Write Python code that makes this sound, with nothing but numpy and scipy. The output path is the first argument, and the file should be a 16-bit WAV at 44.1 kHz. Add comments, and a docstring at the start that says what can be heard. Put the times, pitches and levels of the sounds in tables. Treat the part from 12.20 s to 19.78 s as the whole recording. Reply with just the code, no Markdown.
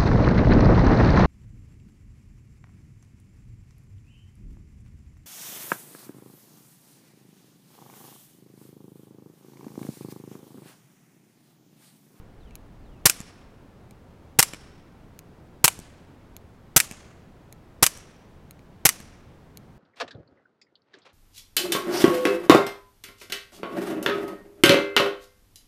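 """A lawn at the edge of a wood, in light wind: six shots from a suppressed small-calibre pistol.
Each is a puff and hiss of escaping gas with the clack of the steel slide. The ground reflects it,
the trees scatter it into a fading wash, and the bullet thuds home downrange.
The trigger clicks as it resets between shots, and a far bird whistles twice before the first."""
import sys
import numpy as np
from scipy import signal
from scipy.fft import rfft, irfft
from scipy.io import wavfile
from scipy.ndimage import uniform_filter1d

SR = 44100
rng = np.random.default_rng(int(sys.argv[2]) if len(sys.argv) > 2 else 0)


def int16_out(signal):
    """Quantize to a 16-bit WAV file."""
    q = np.round(np.clip(np.atleast_2d(signal).T, -1, 1) * 32767)
    wavfile.write(sys.argv[1], SR, q.astype(np.int16))


N = 334278


def amp(db):
    """Amplitude ratio: tenfold for every 20 dB."""
    return 10 ** (np.asarray(db) / 20)


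def unit_rms(x):
    """Normalisation to a mean power of 1."""
    return x / np.sqrt(np.mean(x ** 2) + 1e-20)


def value_at(curve, hz):
    """Interpolation on a log-frequency axis."""
    knots_hz, values = np.transpose(curve)
    return np.interp(np.log(hz + 1), np.log(knots_hz + 1), values)


def add(mix, start_s, sound):
    """Superposition: a sound sums into the mix from start_s on."""
    part = mix[max(round(start_s * SR), 0):][:len(sound)]
    part += sound[:len(part)]


def coloured(x, spectrum):
    """Zero-phase filtering by rows of frequency_hz, gain_db."""
    return irfft(rfft(x) * amp(value_at(spectrum, np.fft.rfftfreq(len(x), 1 / SR))), len(x))


def noise(spectrum, size):
    """Spectrally shaped Gaussian noise of unit power."""
    return unit_rms(coloured(rng.standard_normal(size), spectrum))


def flicker(size):
    """Slow random modulation: a 9 ms moving average of noise."""
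    return unit_rms(uniform_filter1d(rng.standard_normal(size), 400))


def transient_time():
    """The 0.2 s time axis of a transient."""
    return np.arange(SR // 5) / SR


def burst(spectrum, rise_s, hold_s, decay_s):
    """Noise with a linear attack, decaying exponentially from time hold_s."""
    t = transient_time()
    return noise(spectrum, len(t)) * np.minimum(t / rise_s, 1) * np.exp(-np.maximum(t - hold_s, 0) / decay_s)


def puff(hz, damping):
    """A heavily damped oscillation: pressure swings once or twice about zero."""
    cycles = hz * transient_time()
    return -np.sin(2 * np.pi * cycles) * np.exp(-damping * cycles)


def ring(modes):
    """Free vibration of struck metal: a sum of exponentially decaying modes."""
    t = transient_time()
    return sum(amp(level_db - 60 * t / t60_s) * np.sin(2 * np.pi * (hz * t + rng.random()))
               for hz, level_db, t60_s in modes)


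def wind(waver_db, buffet_waver_db):
    """Turbulence: a steady rustle in the trees and uneven gusts on the microphone."""
    # spectra of the rustle and of the buffeting: frequency_hz, level_db
    rustle_spectrum = [(12, -28), (20, -1), (44, -7.5), (74, -1.5), (168, -4), (485, -13), (527, -14),
                       (759, -17.5), (1060, -20.5), (1150, -22), (1530, -25), (2600, -31.5), (16000, -52)]
    buffet_spectrum = [(10, -5.5), (35, -2), (60, -8), (120, -18.5), (400, -35.5), (3000, -72.5)]
    # gusts at full strength: start_s, length_s, level_db
    gusts = [(0, .7, -47.5), (2.397, .5, -61), (4.2, 0.41, -60)]
    t = np.arange(N) / SR
    coarse_t = t[::256]
    swell = sum(np.sin(2 * np.pi * (hz * coarse_t + rng.random())) / np.sqrt(hz)
                for hz in np.geomspace(1.5, 14, 20))
    swell = np.interp(t, coarse_t, unit_rms(swell))
    rustle = amp(-50.5 + waver_db * swell) * noise(rustle_spectrum, N)
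    microphone_hiss = amp(-78.5) * rng.standard_normal(N)
    ramp_s, calm_db = .2, -64.5
    gusting = sum(amp(level_db) * np.clip(1 + np.minimum(t - start_s, start_s + length_s - t) / ramp_s, 0, 1)
                  for start_s, length_s, level_db in gusts)
    strength = np.hypot(amp(calm_db), gusting) * amp(buffet_waver_db * swell)
    return rustle + microphone_hiss + strength * noise(buffet_spectrum, N)


def bird(top_hz, bottom_hz, fall_s, ramp_s):
    """Frequency glide: far whistles fall exponentially, growing louder as they level off."""
    # the bird's calls: start_s, length_s, level_db
    whistles = [(0.174, 0.2, -65), (0.617, .19, -68.5)]
    out = np.zeros(N)
    for start_s, length_s, level_db in whistles:
        t = np.arange(0, length_s, 1 / SR)
        pitch_hz = bottom_hz + (top_hz - bottom_hz) * np.exp(-t / fall_s)
        flutter = 1 + 0.46 * flicker(len(t))
        swell = np.minimum(t / ramp_s, 1) * np.minimum((length_s - t) / ramp_s, 1) * bottom_hz / pitch_hz
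        tone = np.sin(2 * np.pi * np.cumsum(pitch_hz) / SR)
        add(out, start_s, amp(level_db) * swell * flutter * tone)
    return out


def with_ground_bounce(direct, delay_s=.00635):
    """Reflection: the lawn adds a later, duller copy to the direct sound."""
    # what the grass throws back: frequency_hz, gain_db
    reflectance = [(40, -3), (800, -5.5), (2000, -14.5), (6000, -20), (16000, -14.5)]
    out = direct.copy()
    add(out, delay_s, coloured(direct, reflectance))
    return out


def wood_echo(bore, whistle_db):
    """Multiple scattering: trunks and twigs spread a shot into a wash whose treble dies first."""
    # spectrum of the scattered sound: frequency_hz, level_db
    wash_spectrum = [(60, -16), (300, -5), (1000, -4), (2400, -2.5), (3700, -4.5), (5800, -0.5),
                     (8000, -0.5), (10000, 0), (13000, -4.5), (16000, -15)]
    # reverberation time of the wood: frequency_hz, t60_s
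    decay_times = [(100, .6), (1000, 1.8), (3000, 1.23), (6000, 0.72), (10000, 0.57), (16000, 0.21)]
    near_t60_s, sheen_t60_s, build_s = 0.17, 0.79, 0.0066
    t = np.arange(SR * 3 // 2) / SR
    hz, frame_s, bands = signal.stft(noise(wash_spectrum, len(t)), SR, nperseg=256)
    far = amp(-39.5 - 60 * frame_s / value_at(decay_times, hz)[:, None])
    near = amp(-25 - 60 * frame_s / near_t60_s)
    wash = signal.istft(bands * (far + near), SR, nperseg=256)[1][:len(t)]
    sheen = amp(whistle_db - 39.5 - 60 * t / sheen_t60_s) * noise(bore, len(t))  # the whistle returns
    lumps = amp(1.4 * flicker(len(t)))  # thick trunks stand out a little
    return (wash + sheen) * lumps * np.minimum(t / build_s, 1)


def trigger():
    """Impact excitation: a tiny click rings the trigger bar, duller when it is softer."""
    # clicks of the trigger, mostly its reset: start_s, level_db
    clicks = [(0.309, -58), (0.3548, -36.5), (1.7098, -47.5), (2.9910, -38.5), (4.1659, -38), (5.326, -38),
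              (6.3095, -38), (7.3730, -38.5), (6.3930, -58)]
    # modes of the trigger bar: frequency_hz, level_db, t60_s
    bar_modes = [(2290, -9.5, 0.012), (4170, -4, 0.0087), (6630, -1.5, 0.0088), (7100, -3.5, 0.0062),
                 (8800, -0.5, 0.0041), (11130, 3.5, 0.0054), (11700, -19, 0.011), (12150, 6.5, 0.0034),
                 (14700, -3, .004)]
    # spectrum of the contact: frequency_hz, level_db
    tick_spectrum = [(300, -28), (1500, 5), (2500, -1), (5400, -0.5), (7000, -2), (12000, -3), (16000, -4)]
    firm_click_db = -33
    out = np.zeros(N)
    for start_s, click_db in clicks:
        tilt_db_per_octave = 1 + 0.62 * (click_db - firm_click_db)
        modes = [(hz, db + tilt_db_per_octave * np.log2(hz / 6000), t60_s) for hz, db, t60_s in bar_modes]
        tick = burst(tick_spectrum, rise_s=.0001, hold_s=0.000081, decay_s=0.00061)
        click = amp(click_db) * (tick + amp(-1) * ring(modes))
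        add(out, start_s, with_ground_bounce(click))
    return out


def bullets():
    """Inelastic impact: each bullet snaps through the target with a thud and lands just behind it."""
    # strikes about 0.15 s after each shot: start_s, thud_db, crunch_db, snap_db
    impacts = [(1.0032, -24, -40, -31), (2.335, -34.5, -31, -38), (3.59, -26, -58, -36.5),
               (4.7120, -28.5, -37, -30.5), (5.7740, -37, -58, -37), (6.802, -31, -40, -42)]
    # spectra of the dull crunch and the bright snap: frequency_hz, level_db
    crunch_spectrum = [(200, 7), (900, -9), (2400, 3), (4000, -10), (10000, -13), (16000, -35)]
    snap_spectrum = [(500, -4), (4000, -22), (7500, 3), (10000, -13), (13000, -10), (16000, -28)]
    out = np.zeros(N)
    for start_s, thud_db, crunch_db, snap_db in impacts:
        strike = amp(crunch_db) * burst(crunch_spectrum, rise_s=0.0001, hold_s=0.0011, decay_s=0.0022)
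        strike += amp(snap_db) * burst(snap_spectrum, rise_s=0.0003, hold_s=0.001, decay_s=0.0007)
        add(out, start_s, strike)
        add(out, start_s + 0.00094, amp(thud_db) * puff(hz=193, damping=1.87))
        add(out, start_s + .0099, amp(-6.5) * strike)  # the landing
    return out


def clack(hold_s, decay_s, ring_db):
    """Collision of steel on steel: a short crash leaves the frame's modes ringing."""
    # spectrum of the crash: frequency_hz, level_db
    crash_spectrum = [(100, -29.5), (550, -28.5), (950, -7), (1400, -3), (2300, 1.5), (3600, -4),
                      (5000, -2), (8500, 2), (13000, -2.5), (16000, -16)]
    # modes of the slide and frame: frequency_hz, level_db, t60_s
    steel_modes = [(1310, -9, 0.028), (2380, 1.5, 0.028), (2956, -5.5, 0.059), (4040, -8, .03),
                   (5950, -1.5, 0.039), (7400, -4.5, 0.064), (8330, 1, 0.04), (8340, -4, 0.03),
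                   (9400, -9.5, 0.051), (10400, -8.5, .03), (11200, -4, .03)]
    crash = burst(crash_spectrum, rise_s=0.000073, hold_s=hold_s, decay_s=decay_s)
    return crash + amp(ring_db) * ring(steel_modes)


def bore_resonance(centre_hz, width_octaves):
    """Resonance of the suppressor's bore: a band 10 dB down at width_octaves from its centre."""
    shape = [(-4, -38), (-1, -10), (0, 0), (1, -10), (4, -38)]
    return [(centre_hz * 2 ** (widths * width_octaves), db) for widths, db in shape]


def muzzle_gas(bore, whistle_db):
    """Throttled flow: the baffles let the gas out slowly, with a hiss and a breathy whistle."""
    # spectrum of the escaping gas: frequency_hz, level_db
    gas_spectrum = [(60, -36), (300, -26.5), (700, -4.5), (1400, 0), (2200, -1), (3400, -5), (5500, -0.5),
                    (8000, -0.5), (13000, 0.5), (14500, -8.5), (16500, -15.5)]
    hiss = burst(gas_spectrum, rise_s=0.0019, hold_s=0.0057, decay_s=.0012)
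    tail = amp(-22) * burst(gas_spectrum, rise_s=0.0038, hold_s=0.0049, decay_s=0.014)
    whistle = amp(whistle_db) * burst(bore, rise_s=0.012, hold_s=0.0062, decay_s=0.0033)
    return hiss + tail + whistle


def shot(gas_db, shut_s, bore, whistle_db):
    """Gas pressure puffs from muzzle and breech and drives the slide back; a spring returns it."""
    # spectrum of the frame taking the slide's knock: frequency_hz, level_db
    knock_spectrum = [(300, -36.5), (700, -18), (1200, 7), (2600, -1), (4000, -16.5), (16000, -30.5)]
    out = np.zeros_like(transient_time())
    add(out, 0, amp(-16) * clack(hold_s=0.00035, decay_s=.001, ring_db=-21))  # the hammer falls
    add(out, .0008, amp(gas_db - 2) * muzzle_gas(bore, whistle_db))
    add(out, .0007, amp(gas_db - 10) * puff(hz=135, damping=2.6))
    add(out, .0009, amp(gas_db - 10) * puff(hz=440, damping=1.9))
    add(out, .0039, amp(gas_db - 9) * puff(hz=830, damping=3.5))  # the breech opens
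    add(out, .0108, amp(-10) * clack(hold_s=0.0012, decay_s=.0008, ring_db=-25.5))  # case kicked out
    add(out, .0139, amp(-10) * clack(hold_s=0.0018, decay_s=0.0018, ring_db=-19.5))  # slide at its stop
    add(out, .0285, amp(-27.5) * clack(hold_s=0.0014, decay_s=.002, ring_db=-16))  # next round picked up
    # the spring shuts the slide equally hard every time, and the slide then settles
    add(out, shut_s, amp(-9) * clack(hold_s=0.0019, decay_s=0.001, ring_db=-15.5))
    add(out, shut_s, amp(-16.5) * burst(knock_spectrum, rise_s=0.00076, hold_s=0.00076, decay_s=.0005))
    add(out, shut_s + 0.0051, amp(-19.5) * clack(hold_s=0.0012, decay_s=.0012, ring_db=-20))
    # a small muzzle radiates little deep bass
    return signal.sosfilt(signal.butter(1, 80, "highpass", fs=SR, output="sos"), out)


def pistol():
    """Direct and reflected sound of every shot; the wood's echo scales with the gas."""
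    # the shots: start_s, gas_db, shut_after_s, whistle_hz, whistle_db, width_octaves
    shots = [(0.8551, 1.5, 0.042, 5430, -8.5, 0.11), (2.1883, 1.5, 0.039, 5430, -6, 0.12),
             (3.4412, 0, 0.038, 7380, -13, .25), (4.5624, 2.5, .039, 6540, -6, 0.29),
             (5.6255, 0, .039, 5790, -6, 0.13), (6.6521, 0, 0.038, 5760, -8, 0.21)]
    out = np.zeros(N)
    for start_s, gas_db, shut_after_s, whistle_hz, whistle_db, width_octaves in shots:
        bore = bore_resonance(whistle_hz, width_octaves)
        add(out, start_s, with_ground_bounce(shot(gas_db, shut_after_s, bore, whistle_db)))
        add(out, start_s, amp(gas_db - 2) * wood_echo(bore, whistle_db))
    return out


def scene():
    """Superposition of the shooting, the bird and the wind in one channel."""
    shooting = pistol() + bullets() + trigger()
    birdsong = bird(top_hz=5300, bottom_hz=2300, fall_s=.072, ramp_s=.02)
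    return (shooting + birdsong + wind(waver_db=0.12, buffet_waver_db=1.5))[None]


def record(dry):
    """Saturation: overload flattens the crest of each shot, then a low-pass limits the band."""
    ceiling, cutoff_hz = .6, 16100
    oversampled = signal.resample_poly(dry, 2, 1, axis=1)
    saturated = oversampled / (1 + (oversampled / ceiling) ** 4) ** (1 / 4)
    flattened = signal.resample_poly(saturated, 1, 2, axis=1)
    lowpass = signal.firwin(255, cutoff_hz, window=("kaiser", 9), fs=SR)
    return signal.oaconvolve(flattened, lowpass[None], "same")


dry = scene()
out = record(dry)
int16_out(out)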